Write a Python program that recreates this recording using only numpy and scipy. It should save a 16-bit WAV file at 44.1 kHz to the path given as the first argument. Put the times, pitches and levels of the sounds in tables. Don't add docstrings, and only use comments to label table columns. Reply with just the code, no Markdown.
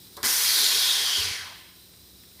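import sys
import numpy as np
from scipy import signal
from scipy.fft import rfft, irfft
from scipy.io import wavfile
from scipy.ndimage import uniform_filter1d

SR = 44100
rng = np.random.default_rng(int(sys.argv[2]) if len(sys.argv) > 2 else 0)


def wav_out(sig):
    wavfile.write(sys.argv[1], SR, np.round(np.clip(np.atleast_2d(sig).T, -1, 1) * 32767).astype(np.int16))


N = 105840
T = np.arange(N) / SR

# (time [s], level [dB], treble tilt [dB per octave])
HISS_FLOW = [(.24, -19, -0.5), (.35, -21, 0.5), (.6, -19.5, -0.7), (.85, -20.5, -2.5), (1.05, -21.5, -5),
             (1.24, -24.5, -4), (1.36, -29.5, -8.5), (1.46, -41, -10), (1.56, -45, -18), (1.68, -47.5, -32),
             (1.85, -76, -10), (2.0, -110, -16)]
# (frequency [Hz], level [dB])
HISS_SPECTRUM = [(40, -40), (180, -53), (400, -13.5), (600, -17.5), (800, -10.5), (1250, -8.5), (1550, -2),
                 (2900, -4.5), (3250, -3.5), (5300, 3), (6500, 1), (7700, -2.5), (9100, 0), (10050, 4),
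                 (10900, -6), (12400, 1), (13500, 0), (14200, -9), (15300, -3)]
# (time [s], centre [Hz], width [Hz], level [dB])
SINKING_BAND = [(.3, 4300, 1600, -50), (.42, 4360, 1190, -25.5), (.57, 4080, 980, -22),
                (.75, 3730, 850, -24.5), (.9, 3580, 534, -24.5), (1.0, 3300, 230, -27),
                (1.07, 3110, 190, -28.5), (1.19, 3120, 190, -28), (1.25, 2500, 420, -36.5),
                (1.37, 1960, 440, -38), (1.45, 1330, 560, -45), (1.529, 970, 338, -54),
                (1.6, 836, 200, -104)]
# (frequency [Hz], gain [dB])
MUFFLER_FILTER = [(2000, -2), (2950, -4), (3200, -3), (6000, 6)]
# (time [s], level [dB])
UPPER_RING = [(.4, -55), (.7, -25.5), (1.05, -28.5), (1.23, -27), (1.33, -35.5), (1.5, -59.5), (1.7, -96)]
# (frequency [Hz], width [Hz], boost [dB])
MUFFLER_PEAKS = [(735, 35, 5), (1025, 80, 7), (1470, 50, 4), (1820, 70, 3), (2030, 50, 4), (2295, 35, 4),
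                 (2550, 90, 2), (3275, 130, 6), (3790, 50, 3), (4100, 60, 3), (4345, 40, 3), (6120, 50, 3)]
# (time [s], crack level [dB], rise [s], decay [s], rattle level [dB])
VALVE_KNOCKS = [(0.1662, -34, 0.0022, 0.0075, -41.5), (0.23, -18, .0006, 0.0023, -34)]
# (frequency [Hz], level [dB])
CRACK_SPECTRUM = [(100, -2), (600, -11), (1200, -9.5), (2400, -14), (4200, 5.5), (6000, -3), (7500, -5),
                  (12000, -4), (15500, -7)]
# (frequency [Hz], width [Hz], level [dB], decay [s])
PANEL_RINGS = [(343, 16, -9.5, 0.051), (428, 28, -10.5, 0.058), (574, 25, -11.5, 0.041),
               (770, 150, -6.5, 0.036), (1090, 110, -0.5, 0.037), (1520, 350, -6.5, 0.045),
               (2100, 150, -12, 0.036), (3930, 110, -15, .025)]
# (frequency [Hz], level [dB])
PUFF_SPECTRUM = [(30, -4), (70, -2), (160, -5), (300, 4), (600, -6), (1000, -10), (1300, 2), (1650, 5),
                 (2050, 3), (2500, -22), (8000, -25)]
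# (frequency [Hz], width [Hz], level [dB])
PIPE_RINGS = [(1030, 69, -44), (2040, 49, -28.5)]
# (time [s], length [s], level [dB])
PLATE_RUBS = [(0.551, 0.11, -45), (0.723, .04, -46), (0.749, 0.014, -49), (0.952, 0.081, -46),
              (1.17, 0.014, -39.5), (1.207, 0.087, -48.5)]
# (frequency [Hz], width [Hz], level [dB])
FRAME_RINGS = [(275, 18, -13.5), (343, 33, -13), (422.3, 13, 1.5), (484, 35, -10.5)]
# (time [s], level [dB])
GUIDE_SQUEAK = [(.57, -75), (.605, -45), (.75, -49), (.79, -75)]
# (time [s], pitch [Hz], level [dB])
CYLINDER_JUDDER = [(1.17, 80, -68), (1.189, 78.6, -36), (1.21, 80, -34), (1.228, 81, -57), (1.25, 89, -38),
                   (1.28, 89, -39), (1.295, 91, -47), (1.313, 94, -32), (1.335, 90, -70)]
# (time [s], level [dB])
FRAME_DRONE = [(1.33, -75), (1.39, -49), (1.49, -56), (1.598, -69)]
# (frequency [Hz], level [dB])
LEAK_SPECTRUM = [(800, -31), (2800, -15.5), (3300, -6.5), (3800, -1), (4040, 4), (4300, -7.5), (4900, -1.5),
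                 (5400, -2.5), (6200, -10), (7900, -9.5), (8350, -4), (9300, -6), (11000, -10.5),
                 (13000, -5), (15300, -4)]
# (frequency [Hz], level [dB])
RUMBLE_SPECTRUM = [(20, -18), (40, -24), (65, 2.5), (105, -4), (135, -6), (300, -6.5), (450, -12),
                   (650, -17.5), (1200, -20), (2200, -20), (5000, -22), (15000, -50)]
# (frequency [Hz], level [dB])
HUM_TONES = [(66, -66.5), (101, -64.5), (183, -65), (355, -69)]
# (time [s], level [dB])
FAINT_TICKS = [(1.935, -51), (2.235, -55), (2.314, -57)]
# (frequency [Hz], level [dB])
TICK_SPECTRUM = [(300, -16), (1200, 5), (2600, 6.5), (6000, -14), (15000, -27)]
# (frequency [Hz], time to fade by 60 dB [s])
ECHO_TIMES = [(100, 0.31), (500, 0.92), (1500, 0.76), (3200, 1), (6000, 0.61), (10000, 0.76), (15000, 0.54)]

OPEN_S, OPEN_RISE_S, TREBLE_LAG_S = .231, .013, .003
TILT_FROM_HZ, TREBLE_FROM_HZ = 3960, 5600
PATCH_DB, FLUTTER_DB, ECHO_DB = 1.55, .29, -6.5
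LIMIT_DB, SQUEEZE, RECOVER_DB_PER_S = -26.5, .37, 4


def exhaust(size=512):
    frames = dict(nperseg=size, noverlap=size * 3 // 4)
    hz, t, white = signal.stft(rng.standard_normal(N), SR, **frames)
    hz = hz[:, None]
    level_db, tilt = follow(HISS_FLOW, t)
    treble_octaves = np.log2(1 + (hz / TILT_FROM_HZ) ** 4) / 4
    broad = unit(amp(read(HISS_SPECTRUM, hz))) * amp(level_db + tilt * treble_octaves)
    centre, width, band_db = follow(SINKING_BAND, t)
    band = hump(hz, centre, width) * amp(read(MUFFLER_FILTER, hz))
    band = band / np.sqrt((band ** 2).mean(0)) * amp(band_db)
    upper = unit(hump(hz, centre=4720, width=1180)) * amp(follow(UPPER_RING, t)[0])
    patches = uniform_filter1d(rng.standard_normal(white.shape), size=5, axis=0)
    patches = unit(uniform_filter1d(patches, size=8, axis=1))
    gain = np.sqrt(broad ** 2 + band ** 2 + upper ** 2) * amp(PATCH_DB * patches)
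    hiss = signal.istft(white * gain, SR, **frames)[1][:N]
    hiss = filtered(hiss, lambda f: amp(sum(
        db / (1 + (2 * (f - peak) / wide) ** 2) for peak, wide, db in MUFFLER_PEAKS)))
    return open_port(hiss) * amp(FLUTTER_DB * wander(hz=55))


def open_port(hiss):
    low = filtered(hiss, lambda f: 1 / (1 + (f / TREBLE_FROM_HZ) ** 8))
    return low * ramp(OPEN_S, OPEN_RISE_S) + (hiss - low) * ramp(OPEN_S + TREBLE_LAG_S, OPEN_RISE_S)


def valve():
    sound = amp(-30) * coloured(PUFF_SPECTRUM) * burst(OPEN_S, rise=.006, decay=.044)
    for start, crack_db, rise, decay, rattle_db in VALVE_KNOCKS:
        rattle = sum(amp(db) * ringing(hz, width) * burst(start, rise=.012, decay=ring_s)
                     for hz, width, db, ring_s in PANEL_RINGS)
        crack = coloured(CRACK_SPECTRUM) * burst(start, rise, decay)
        sound += amp(crack_db) * crack + amp(rattle_db) * rattle
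    return sound


def pipe():
    ring = sum(amp(db) * ringing(hz, width) for hz, width, db in PIPE_RINGS)
    return ring * burst(OPEN_S, rise=.017, decay=.028)


def plate_rubbing():
    groan = noise(lambda f: sum(amp(db) * hump(f, hz, width) for hz, width, db in FRAME_RINGS))
    grip = sum(amp(db) * ramp(start, rise=.0059) * np.exp(-np.maximum(T - start - length, 0) / .01)
               for start, length, db in PLATE_RUBS)
    squeak = fade(*np.transpose(GUIDE_SQUEAK)) * np.sin(wobbly_phase(hz=266, wobble=.011))
    return groan * grip + squeak


def press_stopping():
    times, pitch, db = np.transpose(CYLINDER_JUDDER)
    phase = wobbly_phase(np.interp(T, times, pitch), wobble=.08)
    shudder = fade(times, db) * (np.sin(phase) + amp(-17) * np.sin(2 * phase))
    drone = fade(*np.transpose(FRAME_DRONE)) * np.sin(wobbly_phase(hz=98.2, wobble=.06))
    return shudder + drone


def room_echo(sound, size=256):
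    reflections = rng.standard_normal(SR) * (rng.random(SR) < .08) * (T[:SR] > .004)
    hz, t, bands = signal.stft(reflections, SR, nperseg=size)
    decay = amp(-60 * t / read(ECHO_TIMES, hz)[:, None])
    tail = signal.istft(bands * decay, SR, nperseg=size)[1]
    return signal.fftconvolve(sound, tail / np.linalg.norm(tail))[:N]


def workshop():
    hum = sum(amp(db) * np.sqrt(2) * np.sin(wobbly_phase(hz, wobble=.0135, rate_hz=7))
              for hz, db in HUM_TONES)
    tick_gain = sum(amp(db) * burst(start, rise=.0011, decay=.008) for start, db in FAINT_TICKS)
    ticks = coloured(TICK_SPECTRUM) * tick_gain
    leak = amp(-48.5 + .5 * wander(hz=9)) * coloured(LEAK_SPECTRUM)
    rumble = amp(-56.5) * coloured(RUMBLE_SPECTRUM)
    return leak + rumble + hum + ticks


def amp(db):
    return 10 ** (np.asarray(db) / 20)


def unit(x):
    return x / np.sqrt(np.mean(x ** 2) + 1e-20)


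def read(table, hz):
    frequencies, values = np.transpose(table)
    return np.interp(np.log(hz + 1), np.log(frequencies), values)


def follow(table, t):
    times, *columns = np.transpose(table)
    return [np.interp(t, times, column) for column in columns]


def hump(hz, centre, width):
    return (1 + ((hz - centre) / width) ** 2) ** -1.15


def filtered(sound, gain):
    return irfft(rfft(sound) * gain(np.fft.rfftfreq(N, 1 / SR)), N)


def noise(gain):
    return unit(filtered(rng.standard_normal(N), gain))


def coloured(table):
    return noise(lambda hz: amp(read(table, hz)))


def ringing(hz, width):
    return noise(lambda f: hump(f, hz, width))


def wander(hz):
    return noise(lambda f: 1 / (1 + (f / hz) ** 4))


def wobbly_phase(hz, wobble, rate_hz=23):
    return 2 * np.pi * np.cumsum(hz * (1 + wobble * wander(rate_hz))) / SR


def ramp(start, rise):
    return np.clip((T - start) / rise, 0, 1)


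def burst(start, rise, decay):
    return ramp(start, rise) * np.exp(-np.maximum(T - start, 0) / decay)


def fade(times, db):
    return amp(np.interp(T, times, db)) * (T > times[0]) * (T < times[-1])


def scene():
    press = exhaust() + valve() + pipe() + plate_rubbing()
    mono = press + amp(ECHO_DB) * room_echo(press) + press_stopping() + workshop()
    return np.array([mono, mono])


def record(dry):
    power_db = 10 * np.log10(abs(uniform_filter1d(dry[0] ** 2, size=900)) + 1e-12)
    recovery_db = T * RECOVER_DB_PER_S
    peak_db = np.maximum.accumulate(power_db + recovery_db) - recovery_db
    over_db = np.maximum(peak_db - LIMIT_DB, 0)
    held = dry * amp(-SQUEEZE * uniform_filter1d(over_db, size=400))
    low_pass = signal.firwin(701, cutoff=15550, window=("kaiser", 9), fs=SR)
    return signal.oaconvolve(held, low_pass[None], "same")


dry = scene()
out = record(dry)
wav_out(out)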